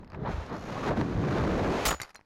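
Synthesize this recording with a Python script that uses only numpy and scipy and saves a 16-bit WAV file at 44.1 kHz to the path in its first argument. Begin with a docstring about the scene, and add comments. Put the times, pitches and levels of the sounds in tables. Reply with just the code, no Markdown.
"""Wind buffets the microphone of a crippled drone's camera as the drone tumbles out of the sky.
Turbulent air rumbles, roars and hisses in gusts, howls across the housing and overloads the microphone.
A propeller ticks and a failing motor buzzes faintly. The drone crunches into a field, a struck metal
part rings, and the wreck knocks and rustles as it settles in the grass."""
import sys
import numpy as np
from scipy import signal
from scipy.fft import rfft, irfft
from scipy.io import wavfile

SR = 44100
rng = np.random.default_rng(int(sys.argv[2]) if len(sys.argv) > 2 else 0)


def inscribe(sig):
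    """Save sig as 16-bit PCM at rate SR to the path in sys.argv[1].

    A 1-D sig is mono; a 2-D sig holds one channel per row.
    Samples are clipped to [-1, 1] before scaling.
    """
    pcm = np.round(np.clip(np.atleast_2d(sig).T, -1, 1) * 32767)
    wavfile.write(sys.argv[1], SR, pcm.astype(np.int16))


N = 99225
LANDING_S, BAND_LIMIT_HZ = 1.86, 15950

# Spectra of the sources. Each row: frequency in Hz, relative level in dB.
BUFFET_SPECTRUM = [(12, -32), (30, -8), (70, -5.5), (110, -9), (200, -21), (600, -90)]
RUMBLE_SPECTRUM = [(40, -20), (100, -0.5), (190, 0.5), (300, -3), (480, -8.5), (1000, -28), (3000, -72),
                   (16000, -81)]
ROAR_SPECTRUM = [(150, -13.5), (400, -1.5), (620, 0.5), (1200, -4), (1800, -10), (2700, -25.5), (4000, -24),
                 (8000, -61), (16000, -68)]
HISS_SPECTRUM = [(800, 1), (2400, 8.5), (3200, 2), (4100, 0.5), (5400, -3.5), (6700, -4.5), (7800, -15.5),
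                 (10000, -20), (11800, -18), (13000, -32.5), (16000, -28)]
CRUNCH_SPECTRUM = [(20, -16), (100, 2), (250, -2.5), (600, -1.5), (1300, 0), (2500, -10), (5000, -11.5),
                   (8000, -19.5), (12000, -26.5), (16000, -29)]
CRACK_SPECTRUM = [(300, -11), (1800, -8), (3000, 15.5), (4500, -10), (8000, -4), (12000, -6), (16000, -12)]
KNOCK_SPECTRUM = [(60, 3), (300, -4.5), (800, 0), (1500, 2), (2600, -0.5), (3400, -16), (5500, -19),
                  (8000, -35), (12000, -38), (16000, -48)]
TICK_SPECTRUM = [(300, 11.5), (2400, 13), (3400, -6), (4700, 7.5), (6500, -10), (8000, -17), (11000, -21),
                 (16000, -39)]
RUSTLE_SPECTRUM = [(40, 9.5), (200, -10.5), (480, 4), (850, 6), (1400, 4.5), (2400, -2.5), (3300, -9),
                   (4800, -6), (8000, -21.5), (11500, -19), (16000, -42)]
MOTOR_SPECTRUM = [(700, -2), (3600, -5), (4400, 4), (5100, 2), (5800, 2), (6550, 2), (7300, -5),
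                  (8100, -20), (9500, -18), (10200, -11), (10900, -14), (11650, -9), (12500, -23),
                  (15500, -27)]

# Gusts of the tumble. Each row: time in seconds, relative levels of rumble, roar and hiss in dB.
GUSTS = [(0, -49, -60.5, -70), (.09, -56.5, -62, -84), (.15, -48.5, -48, -68), (.18, -40.5, -54.5, -79),
         (.243, -35, -45.5, -66), (0.259, -39, -36.5, -67.5), (.297, -34.5, -36, -51),
         (.33, -49.5, -43.5, -51), (.475, -52, -47.5, -55.5), (.525, -38.5, -37, -61),
         (0.618, -48, -49.5, -56.5), (.7, -40, -41, -50.5), (.84, -39, -39.5, -46.5),
         (0.889, -29.5, -29, -41.5), (.915, -25, -35, -52), (0.955, -39.5, -42, -56),
         (0.984, -23, -34.5, -44.5), (1.017, -23, -35.5, -49), (1.044, -35, -44.5, -53.5),
         (1.18, -29.5, -39.5, -52), (1.29, -30, -37, -48), (1.385, -28.5, -32, -44.5),
         (1.43, -26.5, -34, -46), (1.66, -29.5, -35, -44.5), (1.76, -31, -35, -41.5),
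         (1.841, -40.5, -37, -39.5)]
# Faster air raises the rumble's pitch. Each row: time in seconds, centre frequency in Hz.
RUMBLE_PITCH = [(0, 170.1), (0.221, 165.1), (.53, 220.6), (.66, 190.6), (.88, 299.6), (.94, 190.5),
                (1.158, 140), (1.35, 219.6), (1.45, 205.6), (1.67, 279.1), (1.8, 385.4)]
# Air crossing the housing. Each row: time in seconds, pitch in Hz, level in dB.
HOWL_PATH = [(.235, 700, -54), (0.261, 901, -38), (0.301, 1041, -49), (.34, 999, -57), (.735, 900, -67),
             (.77, 1129, -40), (0.796, 1236, -48), (.803, 748.6, -52), (0.836, 1197, -38),
             (.865, 1207, -47), (0.889, 680, -31), (.93, 650, -40)]
# Deep buffeting of air; rustling of grass and loose bits. Each row: time in seconds, level in dB.
BUFFET_LEVELS = [(0.0, -48), (0.086, -53), (.26, -41.5), (.42, -42.5), (0.46, -50.5), (0.876, -45),
                 (0.912, -31.5), (1.086, -62), (1.178, -29), (1.26, -57), (1.418, -28.5), (1.84, -43)]
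RUSTLE_LEVELS = [(1.93, -70), (1.95, -49.5), (1.995, -58.5), (2.02, -48.5), (2.05, -48.5), (2.075, -57.5),
                 (2.105, -54), (2.125, -72.5), (2.16, -64.5), (2.25, -78)]
# Single eddies bump the microphone; the body heaves on impact and as it drops back.
# Each row: start in seconds, level in dB, frequency in Hz, rise time in seconds.
EDDY_BUMPS = [(.336, -28.5, 70.4, .006), (.378, -27, 72.5, 0.0064)]
BODY_HEAVES = [(1.865, -14, 51.1, 0.0083), (1.933, -37.5, 70.6, 0.011), (2.006, -40, 103, .004)]

# Blows of the crash.
# Each row: start in seconds, level in dB, crushing time in seconds, treble slope in dB per octave.
CRASH_BLOWS = [(1.8528, -7, 0.016, 2), (1.863, -11, 0.0075, 2.5), (1.8715, -20, 0.0042, -1),
               (1.878, -18, 0.0032, 3), (1.886, -16.5, .007, -2.5), (1.9066, -20.5, 0.01, -4),
               (1.9224, -30, 0.0073, -4), (1.9373, -32.5, 0.0053, -4), (1.944, -34.5, .002, -6)]
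# Plastic cracks as the frame hits again. Each row: start in seconds, level in dB, t60 in seconds.
PLASTIC_CRACKS = [(1.9072, -15.5, 0.0069), (1.9122, -18, .006)]
# A metal part rings hard, then faintly on. Each row: level in dB, t60 in seconds.
PING_DECAYS = [(-22, .08), (-29.5, 0.25)]
# Sharp ticks of a propeller or loose bit; dull knocks of the airframe.
# Each row: start in seconds, level in dB, t60 in seconds, treble slope in dB per octave.
PROPELLER_TICKS = [(.032, -44, .022, -11), (.046, -50, 0.013, 2), (.076, -47, 0.0085, -1),
                   (.101, -49, 0.015, 2.5), (.1195, -38.5, .007, -2.5), (.1327, -42, 0.015, -4),
                   (.1443, -46, 0.063, -9.5), (.432, -44, 0.012, -2), (.4632, -49, .012, 6),
                   (.4972, -49, .014, 4), (.565, -44, 0.0087, 4), (2.007, -35, .008, 8),
                   (2.033, -31, 0.0085, 7)]
FRAME_KNOCKS = [(0.1462, -37, 0.021, -2.5), (1.0125, -19, 0.015, -10), (2.0005, -28, 0.019, 2),
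                (2.016, -40, 0.039, 1), (2.032, -36, .0078, 2), (2.0478, -48, .023, -4),
                (2.106, -51.5, 0.015, 6), (2.1491, -47, 0.03, -8), (2.1561, -33, 0.0041, 3),
                (2.1835, -56, .012, -3), (2.1926, -43.5, 0.0096, -8), (2.2115, -43.5, .004, -0.5)]
# Modes of the frame, a bit of metal and a loose part.
# Each row: frequency in Hz, relative level in dB, t60 in seconds.
FRAME_MODES = [(2090, -2.5, 0.068), (3960, 7.5, .012), (4530, -5, 0.092), (5100, -4, 0.026),
               (5700, -5, 0.04), (6140, -2, 0.033), (6910, -1.5, 0.055), (7550, -4.5, .04),
               (8800, -2, .034), (11450, 0, 0.017)]
METAL_MODES = [(6300, 4.5, 0.015), (6900, 3, 0.013), (7700, -13, 0.011)]
LOOSE_PART_MODES = [(4170, -1.5, 0.068), (4700, -12, 0.038), (5750, -6, 0.051), (7020, -4, 0.027),
                    (9240, -1.5, .014), (11400, -7, .011)]


def wind(fade_db_per_s=308):
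    """Turbulence: fluctuating pressure on the microphone makes broadband noise, which dies on landing."""
    t = clock()
    times, rumble_db, roar_db, hiss_db = np.transpose(GUSTS)
    flutter_db = 1.58 * wobble(rate_hz=57.7)
    air = amp(np.interp(t, *np.transpose(BUFFET_LEVELS))) * noise(BUFFET_SPECTRUM)
    air += amp(np.interp(t, times, rumble_db) + 2) * rumble()
    air += amp(np.interp(t, times, roar_db) + 0.5 + flutter_db) * noise(ROAR_SPECTRUM)
    air += amp(np.interp(t, times, hiss_db) + 0.5 * flutter_db) * noise(HISS_SPECTRUM)
    for start, db, hz, rise_s in EDDY_BUMPS:
        add(air, start, thump(db, hz, rise_s))
    return air * amp(-fade_db_per_s * np.maximum(t - LANDING_S, 0))


def rumble(unshifted_centre_hz=190.98):
    """Frequency scaling: faster flow shifts the whole spectrum of the low turbulence upward."""
    speed = np.interp(clock(), *np.transpose(RUMBLE_PITCH)) / unshifted_centre_hz
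    return np.interp(np.cumsum(speed), np.arange(N), noise(RUMBLE_SPECTRUM), period=N)


def howl(width_hz=175, fade_db_per_s=294):
    """Narrow-band turbulence has a pitch, which glides as the housing turns through the air."""
    t = clock()
    times, hz, db = np.transpose(HOWL_PATH)
    white = rng.standard_normal(N) + 1j * rng.standard_normal(N)
    band = signal.lfilter(*signal.butter(2, width_hz / 2, fs=SR), white)
    glide = np.exp(2j * np.pi * np.cumsum(np.interp(t, times, hz)) / SR)
    outside_s = abs(t - np.clip(t, times[0], times[-1]))
    return amp(np.interp(t, times, db) - fade_db_per_s * outside_s) * unit((band * glide).real)


def crash(blow_rise_s=0.0006, ping_s=1.877, ping_hz=6924):
    """Inelastic impact: blows crush and crack the plastic, heave the body and set a metal part ringing."""
    t, out = clock(), np.zeros(N)
    attack = 1 - np.exp(-t / blow_rise_s)
    for start, db, hold_s, slope_db in CRASH_BLOWS:
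        crush = decay(t60=0.02, hold_s=hold_s) * noise(CRUNCH_SPECTRUM, slope_db)
        splinters = amp(-18) * decay(t60=0.11) * noise(CRUNCH_SPECTRUM, slope_db=3)
        grain_db = 4 * wobble(rate_hz=500)
        add(out, start, amp(db + grain_db) * (crush + splinters) * attack)
    for start, db, t60 in PLASTIC_CRACKS:
        add(out, start, tap(CRACK_SPECTRUM, db, t60))
    for start, db, hz, rise_s in BODY_HEAVES:
        add(out, start, thump(db, hz, rise_s))
    ping_envelope = sum(amp(db) * decay(t60) for db, t60 in PING_DECAYS)
    add(out, ping_s, ping_envelope * np.sin(2 * np.pi * ping_hz * t))
    return out


def airframe():
    """Impulsive excitation: brief contacts make the frame and its parts tick, knock and clack."""
    out = np.zeros(N)
    for spectrum, contacts in ((TICK_SPECTRUM, PROPELLER_TICKS), (KNOCK_SPECTRUM, FRAME_KNOCKS)):
        for start, db, t60, slope_db in contacts:
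            add(out, start, tap(spectrum, db, t60, slope_db))
    add(out, 2.0162, clack(FRAME_MODES, db=-35))
    add(out, 2.1468, clack(METAL_MODES, db=-49))
    add(out, 2.1602, clack(LOOSE_PART_MODES, db=-46.5))
    return out


def clack(modes, db):
    """Modal vibration: a struck part snaps, then rings as a sum of damped sinusoids."""
    t = clock()
    ring = sum(amp(mode_db) * decay(t60) * np.sin(2 * np.pi * hz * t) for hz, mode_db, t60 in modes)
    return amp(db) * ring + tap(TICK_SPECTRUM, db - 0.5, t60=0.015)


def tap(spectrum, db, t60, slope_db=0):
    """Minimum-phase filtering colours a click and its short, dense ring without smearing the attack."""
    strike = rng.standard_normal(N) * decay(t60)
    strike[0] = amp(7)  # the click stands above the ring
    cepstrum = irfft(np.log(unit(gains(spectrum, slope_db))), N)
    causal = np.r_[cepstrum[0], 2 * cepstrum[1:N // 2]]
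    response = np.exp(rfft(causal, N))
    return amp(db) * irfft(rfft(strike) * response, N)


def thump(db, hz, rise_s):
    """Heavy damping lets a low push swing for only a cycle or two."""
    t = clock()
    envelope = t / rise_s * np.exp(1 - t / rise_s)
    return amp(db) * envelope * np.sin(2 * np.pi * hz * t)


def rustle():
    """Friction makes grainy noise as the wreck slides to rest in the grass."""
    level_db = np.interp(clock(), *np.transpose(RUSTLE_LEVELS), left=-120)
    grain_db = 3 * wobble(rate_hz=130)
    return amp(level_db + grain_db) * noise(RUSTLE_SPECTRUM)


def motor(start_s=0.524, end_s=0.755, ramp_s=0.0031, pulse_hz=728):
    """Amplitude modulation: a train of drive pulses throbs ever more slowly with the dying rotor."""
    t, out = np.arange(0, end_s - start_s, 1 / SR), np.zeros(N)
    harmonics = np.arange(pulse_hz, BAND_LIMIT_HZ, pulse_hz)
    strengths = amp(np.interp(harmonics, *np.transpose(MOTOR_SPECTRUM)))
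    pulses = sum(gain * np.cos(2 * np.pi * hz * t) for hz, gain in zip(harmonics, strengths))
    throb_hz = 80.6 - 137 * t
    throb = 1 - 0.73 * np.cos(2 * np.pi * np.cumsum(throb_hz) / SR)
    fade = np.minimum(np.minimum(t, t[::-1]) / ramp_s, 1)
    add(out, start_s, amp(-61) * unit(pulses * throb) * fade)
    return out


def breeze():
    """Weak, steady turbulence at ground level gives a faint rumble."""
    return amp(-73.5) * noise(RUMBLE_SPECTRUM)


def whine(hz=12285):
    """Simple harmonic vibration: the electronics give a thin pure tone until the landing."""
    t = clock()
    return amp(-92) * np.sin(2 * np.pi * hz * t) * (t < LANDING_S)


def noise(spectrum, slope_db=0):
    """Random phases turn a spectrum into noise of rms 1."""
    gain = gains(spectrum, slope_db)
    return unit(irfft(gain * np.exp(2j * np.pi * rng.random(len(gain))), N))


def gains(spectrum, slope_db):
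    """Spectral envelope: the gain at each frequency, tilted above 1 kHz by slope_db per octave."""
    freqs = np.fft.rfftfreq(N, 1 / SR) + 1
    hz, db = np.transpose(spectrum)
    treble_octaves = np.maximum(np.log2(freqs / 1000), 0)
    return amp(np.interp(np.log(freqs), np.log(hz), db) + slope_db * treble_octaves)


def wobble(rate_hz):
    """Random modulation of rms 1, strongest at half of rate_hz."""
    ratio = np.fft.rfftfreq(N, 1 / SR) / rate_hz
    return unit(irfft(rfft(rng.standard_normal(N)) * ratio * np.exp(-2 * ratio), N))


def decay(t60, hold_s=0):
    """Exponential decay of 60 dB in t60 seconds, after an optional hold."""
    return amp(-60 * np.maximum(clock() - hold_s, 0) / t60)


def amp(db):
    """Amplitude ratio of a level in decibels."""
    return 10 ** (np.asarray(db) / 20)


def unit(x):
    """Normalisation to rms 1."""
    return x / np.sqrt(np.mean(x ** 2) + 1e-20)


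def add(mix, start_s, sound):
    """Superposition of a sound on the mix from start_s on."""
    part = mix[max(round(start_s * SR), 0):][:len(sound)]
    part += sound[:len(part)]


def clock():
    """Time of every sample in seconds."""
    return np.arange(N) / SR


def scene():
    """Superposition: the pressures of all sources add at the on-board microphone."""
    return (wind() + howl() + motor() + crash() + airframe() + rustle() + breeze() + whine())[None]


def record(dry, ceiling_db=-23.5, knee=9, low_cut_hz=6.6):
    """Saturation: the microphone flattens loud peaks; a low cut and a band limit follow."""
    driven = signal.resample_poly(dry, 2, 1, axis=1) / amp(ceiling_db)  # oversampled against aliasing
    flattened = amp(ceiling_db) * driven / (1 + abs(driven) ** knee) ** (1 / knee)
    low_cut = signal.butter(1, low_cut_hz, "high", fs=SR)
    out = signal.lfilter(*low_cut, signal.resample_poly(flattened, 1, 2, axis=1))
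    band_limit = signal.firwin(511, BAND_LIMIT_HZ, window=("kaiser", 9), fs=SR)
    return signal.oaconvolve(out, band_limit[None], "same")


dry = scene()
out = record(dry)
inscribe(out)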